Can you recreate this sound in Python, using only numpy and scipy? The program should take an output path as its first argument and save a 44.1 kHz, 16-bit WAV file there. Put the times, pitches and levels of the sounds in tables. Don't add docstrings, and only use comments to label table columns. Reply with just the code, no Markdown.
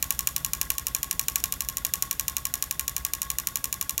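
import sys
import numpy as np
from scipy import signal
from scipy.fft import rfft, irfft
from scipy.io import wavfile
from scipy.ndimage import map_coordinates

SR = 44100
rng = np.random.default_rng(int(sys.argv[2]) if len(sys.argv) > 2 else 0)


def master_out(mix):
    frames = np.transpose(np.atleast_2d(mix))
    ceiling = np.clip(frames, -1, 1)
    pcm = np.round(ceiling * 32767).astype(np.int16)
    wavfile.write(sys.argv[1], SR, pcm)


N = 176400
T = np.arange(SR * 2 // 5) / SR

# start_s, click_db, flight_s, rebound_db, knock_db, clink_db
STROKES = [(0.0262, -18, 0.0151, -11, -59, 5.5), (0.106, -17.0, 0.0175, -12, -46, 2.5),
           (0.1911, -19, 0.0157, -8.5, -65, 1.5), (0.2723, -16.5, 0.0158, -13, -41, 4.5),
           (0.363, -18.5, 0.017, -11.5, -52, 2.5), (0.4471, -19.5, 0.015, -8.5, -65, 1),
           (0.5337, -18.8, 0.016, -11, -63, 0), (0.6135, -17.5, 0.016, -13.5, -41.5, 3.5),
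           (0.7028, -17.0, 0.015, -12.5, -40.5, 4), (0.7819, -21, 0.014, -10.0, -65, -1),
           (0.868, -20, 0.0146, -8, -69, 2), (0.9483, -17.5, 0.0159, -12.0, -44.5, 5),
           (1.0304, -20, 0.013, -11, -60.0, 0), (1.1109, -19, 0.017, -9.5, -53, 3.5),
           (1.1944, -17.5, 0.018, -12, -47, 2.5), (1.2832, -17.5, 0.015, -12, -45, 2),
           (1.3575, -16, 0.011, -18.0, -44.5, 6), (1.4393, -17.5, 0.0174, -11, -46, 2.5),
           (1.5234, -20.5, 0.015, -8, -74, 1.5), (1.6062, -20.5, 0.014, -8, -73, 0),
           (1.6869, -22, 0.011, -6.5, -67, 0.5), (1.77, -21.5, 0.012, -6.5, -67, -3),
           (1.8492, -18, 0.0168, -9.5, -50.0, 3.5), (1.9373, -17, 0.018, -12, -51, 2.5),
           (2.0237, -17.5, 0.012, -17, -44, 0), (2.111, -19, 0.017, -9, -69, 3),
           (2.196, -19.5, 0.013, -9, -66, -0.5), (2.2811, -19, 0.016, -10, -59, 3),
           (2.367, -19, 0.0148, -12, -65, 2), (2.4531, -19.5, 0.015, -8.5, -67, 3),
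           (2.5393, -19.5, 0.015, -9.0, -69, 2), (2.6244, -19.5, 0.015, -8.5, -65, 0),
           (2.7102, -20, 0.0146, -12.5, -57, 3), (2.7949, -19.6, 0.014, -9.5, -57, 0.5),
           (2.8796, -20, 0.015, -8.0, -71, 2), (2.9648, -20, 0.015, -8.5, -68, 3),
           (3.0497, -19, 0.015, -10.5, -68, 0), (3.1352, -20, 0.015, -8, -53.0, 3),
           (3.2177, -20.5, 0.012, -7, -64, 0.5), (3.302, -20.5, 0.013, -9, -70, 2),
           (3.385, -20, 0.014, -6, -63, 1), (3.4713, -19, 0.015, -12, -65, 0),
           (3.5567, -19.5, 0.014, -7, -65, -3), (3.6421, -20, 0.013, -7, -53, 1),
           (3.7268, -20.5, 0.014, -7, -67, 1), (3.8118, -20, 0.014, -7.5, -67, 0.5),
           (3.8942, -20.5, 0.013, -7, -71, 1), (3.9789, -19.5, 0.014, -9, -58, 3)]
# start_s, level_db
RATTLES = [(0.7515, -44), (1.2284, -41), (1.379, -39), (1.3834, -38), (1.398, -42), (1.402, -35),
           (1.648, -38), (1.7255, -45), (2.5774, -44), (3.2507, -42)]
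CLINK_HZ, RATTLE_HZ = 2421, 5400


def amp(db):
    return 10 ** (np.asarray(db) / 20)


def unit(x):
    return x / np.sqrt(np.sum(x ** 2) + 1e-20)


def along(points, hz):
    point_hz, values = np.transpose(points)
    return np.interp(np.log(hz + 1), np.log(point_hz + 1), values)


def gain_at(points, seconds):
    return amp(np.interp(seconds, *np.transpose(points)))


def fade(t60):
    return amp(-60 * T / t60)


def rise(seconds):
    return 1 - np.exp(-T / seconds)


def add(track, start_s, sound):
    start = max(0, round(start_s * SR))
    part = track[start:start + len(sound)]
    part += sound[:len(part)]


def noise(spectrum, size):
    colour = amp(along(spectrum, np.fft.rfftfreq(size, 1 / SR)))
    return unit(irfft(rfft(rng.standard_normal(size)) * colour, size))


def blow(db):
    return amp(db) * np.sqrt(200)


def struck(modes, boost_db=0, boost_hz=CLINK_HZ):
    pitch_hz, width_hz, level_db = np.transpose(modes)[:, :, None]
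    hz = np.fft.rfftfreq(2048, 1 / SR)
    heights = amp(level_db + 1.24 * rng.standard_normal(level_db.shape))
    peaks = heights / (1 + (2 * (hz - pitch_hz) / width_hz) ** 2)
    boost = amp(boost_db * np.exp(-((hz - boost_hz) / 520) ** 2))
    spectrum = np.linalg.norm(peaks, axis=0) * boost
    cepstrum = irfft(np.log(spectrum + 1e-6))
    cepstrum[1:len(hz) - 1] *= 2
    cepstrum[len(hz):] = 0
    return unit(irfft(np.exp(rfft(cepstrum))))


def ring(modes, scatter_db, detune):
    out = np.zeros(len(T))
    for hz, db, t60 in modes:
        gain = amp(db + scatter_db * rng.normal())
        pitch_hz = hz * (1 + detune * rng.normal())
        out += gain * fade(t60) * np.sin(2 * np.pi * pitch_hz * T)
    return out


def room_tone():
    # frequency_hz, relative_db
    air_spectrum = [(15, -45), (28, -31), (42, -12), (58, 2), (75, -6), (95, -8.5), (165, -9.5), (230, -15),
                    (400, -22), (590, -20.5), (750, -24), (1500, -27), (4000, -29.5), (9000, -31.5),
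                    (16000, -26.5)]
    # time_s, level_db
    air_level = [(0, -44), (.8, -45.5), (1.25, -45.5), (1.9, -45.5), (3, -46.5), (4, -47)]
    # time_s, level_db
    hum_level = [(0, -64), (.25, -53.5), (.65, -50), (.95, -65.5)]
    hum_hz = 151.5
    t = np.arange(N) / SR
    air = gain_at(air_level, t) * np.sqrt(N) * noise(air_spectrum, N)
    hum = gain_at(hum_level, t) * np.sin(2 * np.pi * hum_hz * t)
    return air + hum


def plunger():
    # pitch_hz, width_hz, relative_db
    steel_modes = [(1743, 296, -13.5), (2391, 198, -8.5), (2816, 327, -9), (3422, 105, -13.5),
                   (3810, 430, -12.5), (4157, 145, -10), (5220, 710, -12), (5757, 610, -4),
                   (6400, 460, -7.5), (6928, 280, 2.5), (7480, 62, -8.5), (7750, 300, -7.5),
                   (8390, 190, -8.5), (8750, 340, -3.5), (9660, 710, -8.5), (10370, 360, -13.5),
                   (11066, 330, -2), (11990, 270, -2), (12610, 520, -1.5), (12940, 490, 1),
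                   (13500, 320, -9.5), (14000, 380, -9.5), (15720, 570, -4)]
    room_db = -15.5
    room_fresh, clatter_fresh = 0.25, 0.7
    out = np.zeros(N)
    room = amp(room_db) * np.sqrt(1 - room_fresh) * room_tail()
    path = frame_path()
    common_clatter = np.sqrt(1 - clatter_fresh) * frame_clatter()
    contacts = [(start_s, db, 7, RATTLE_HZ) for start_s, db in RATTLES]
    for start_s, db, flight_s, rebound_db, _, clink_db in STROKES:
        hit = (start_s, db, clink_db, CLINK_HZ)
        rebound = (start_s + flight_s, db + rebound_db - 2, 3, RATTLE_HZ)
        settle = (start_s + 2.4 * flight_s, db - 28 + 2 * rng.normal(), 7, RATTLE_HZ)
        contacts += [hit, rebound, settle]
        add(out, start_s, blow(db + room_db) * np.sqrt(room_fresh) * room_tail())
    for start_s, db, boost_db, boost_hz in contacts:
        click = signal.fftconvolve(struck(steel_modes, boost_db, boost_hz), path)
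        clatter = common_clatter + np.sqrt(clatter_fresh) * frame_clatter()
        for sound in (click, clatter, room):
            add(out, start_s, blow(db) * sound)
    return out


def frame_path():
    bend_s, smear_s = 0.0008, 0.00065
    hz = np.fft.rfftfreq(2048, 1 / SR)
    spread = np.abs(map_coordinates(rng.standard_normal(40), [hz / 600]))
    delay_s = bend_s * 2 / (1 + (hz / CLINK_HZ) ** 2) + smear_s * spread
    phase = -2 * np.pi * np.cumsum(delay_s) * hz[1]
    return irfft(np.exp(1j * phase))[:len(hz)]


def frame_clatter():
    # frequency_hz, relative_db
    spectrum = [(200, -25), (700, -22), (1200, -5), (1800, -4.5), (2600, -2.5), (3200, -2.5), (4600, -5),
                (5700, 1), (6900, -0.5), (9000, -1.5), (12800, 0), (15500, 1)]
    size = SR // 16
    envelope = fade(t60=0.026) * rise(seconds=0.0012)
    return amp(-7) * unit(noise(spectrum, size) * envelope[:size])


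def room_tail():
    # frequency_hz, relative_db
    spectrum = [(200, -27), (700, -7.5), (1100, 0), (1400, 0.5), (2000, -3), (3100, 0.5), (3500, -1.5),
                (4600, -6), (5700, -1), (6400, -2.5), (6950, 3.5), (7500, -3), (9400, -1.5), (11000, 2),
                (11700, -2.5), (12700, 7.5), (14200, -3.5), (15600, -15.5)]
    # frequency_hz, t60_s
    decay_times = [(300, 0.31), (2000, 0.17), (7000, 0.24), (15000, 0.19)]
    hz, t, bands = signal.stft(noise(spectrum, len(T)), SR, nperseg=256)
    decay = amp(-60 * t / along(decay_times, hz)[:, None])
    _, tail = signal.istft(bands * decay, SR, nperseg=256)
    return unit(tail[:len(T)] * rise(seconds=0.022))


def arm():
    # pitch_hz, width_hz, relative_db
    arm_modes = [(257, 420, -6.5), (630, 750, -4), (1560, 75, 2)]
    mount_delay_s = 0.0045
    out = np.zeros(N)
    for start_s, db, flight_s, rebound_db, knock_db, _ in STROKES:
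        add(out, start_s, blow(knock_db + 3) * struck(arm_modes))
        hollow = mount_ring(db)
        rebound = (flight_s, rebound_db - 3)
        lift_off = (0.04 + 0.0022 * rng.normal(), -11.5 + 3 * rng.normal())
        for later_s, jolt_db in [(0, 0), rebound, lift_off]:
            add(out, start_s + mount_delay_s + later_s, amp(jolt_db) * hollow)
    for start_s, db in RATTLES:
        add(out, start_s + mount_delay_s, amp(-9) * mount_ring(db))
    return out


def mount_ring(contact_db):
    # pitch_hz, relative_db, t60_s
    mount_modes = [(866, -15, 0.1), (1097, -2.5, 0.14), (1124, -3.5, 0.093), (1657, -14.5, 0.15),
                   (1865, -9.5, 0.06), (2130, -25, 0.18), (3350, -26, 0.38), (3620, -21.5, 0.34),
                   (6870, -21, 0.15), (6870, -18, 0.21)]
    follows = 0.31
    envelope = amp(-27 + follows * contact_db) * rise(seconds=0.0062)
    return envelope * ring(mount_modes, scatter_db=0.5, detune=0.008)


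def joints():
    # pitch_hz, width_hz, relative_db
    joint_modes = [(1430, 110, -1), (1665, 70, 1.5), (1964, 250, -1.5), (3450, 270, -6.5)]
    # earliest_s, median_s, latest_s
    tick_window = (0.014, .041, .055)
    tick_db, spread_db = -56, 3.5
    out = np.zeros(N)
    for start_s, *_ in STROKES:
        for share in rng.random(size=10):
            tick = struck(joint_modes)
            later_s = np.interp(share, [0, 0.5, 1], tick_window)
            add(out, start_s + later_s, blow(tick_db + spread_db * rng.normal()) * tick)
    return out


def tip():
    # pitch_hz, relative_db, t60_s
    table_modes = [(61.7, 9.5, 0.11), (129, -2.5, 0.19), (174.2, -7, 0.14), (252, -1.5, 0.055)]
    # time_s, gain_db
    thump_level = [(0, -44.5), (.8, -44.5), (1.1, -40), (1.35, -43.5), (1.8, -45), (2.6, -45), (4, -44.5)]
    delay_s = 0.031
    out = np.zeros(N)
    for start_s, *_ in STROKES:
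        thump = rise(seconds=0.0014) * ring(table_modes, scatter_db=1, detune=0.012)
        add(out, start_s + delay_s, gain_at(thump_level, start_s) * thump)
    return out


def scene():
    return (plunger() + arm() + joints() + tip() + room_tone())[None]


def record(dry):
    low_cut_hz, top_hz = 31.5, 15900
    low_cut = signal.butter(4, low_cut_hz, "hp", fs=SR, output="sos")
    spectrum = rfft(signal.sosfilt(low_cut, dry), 2 * N)
    hz = np.fft.rfftfreq(2 * N, 1 / SR)
    high_cut = 1 / np.sqrt(1 + (hz / top_hz) ** 100)
    return irfft(spectrum * high_cut, 2 * N)[:, :N]


dry = scene()
out = record(dry)
master_out(out)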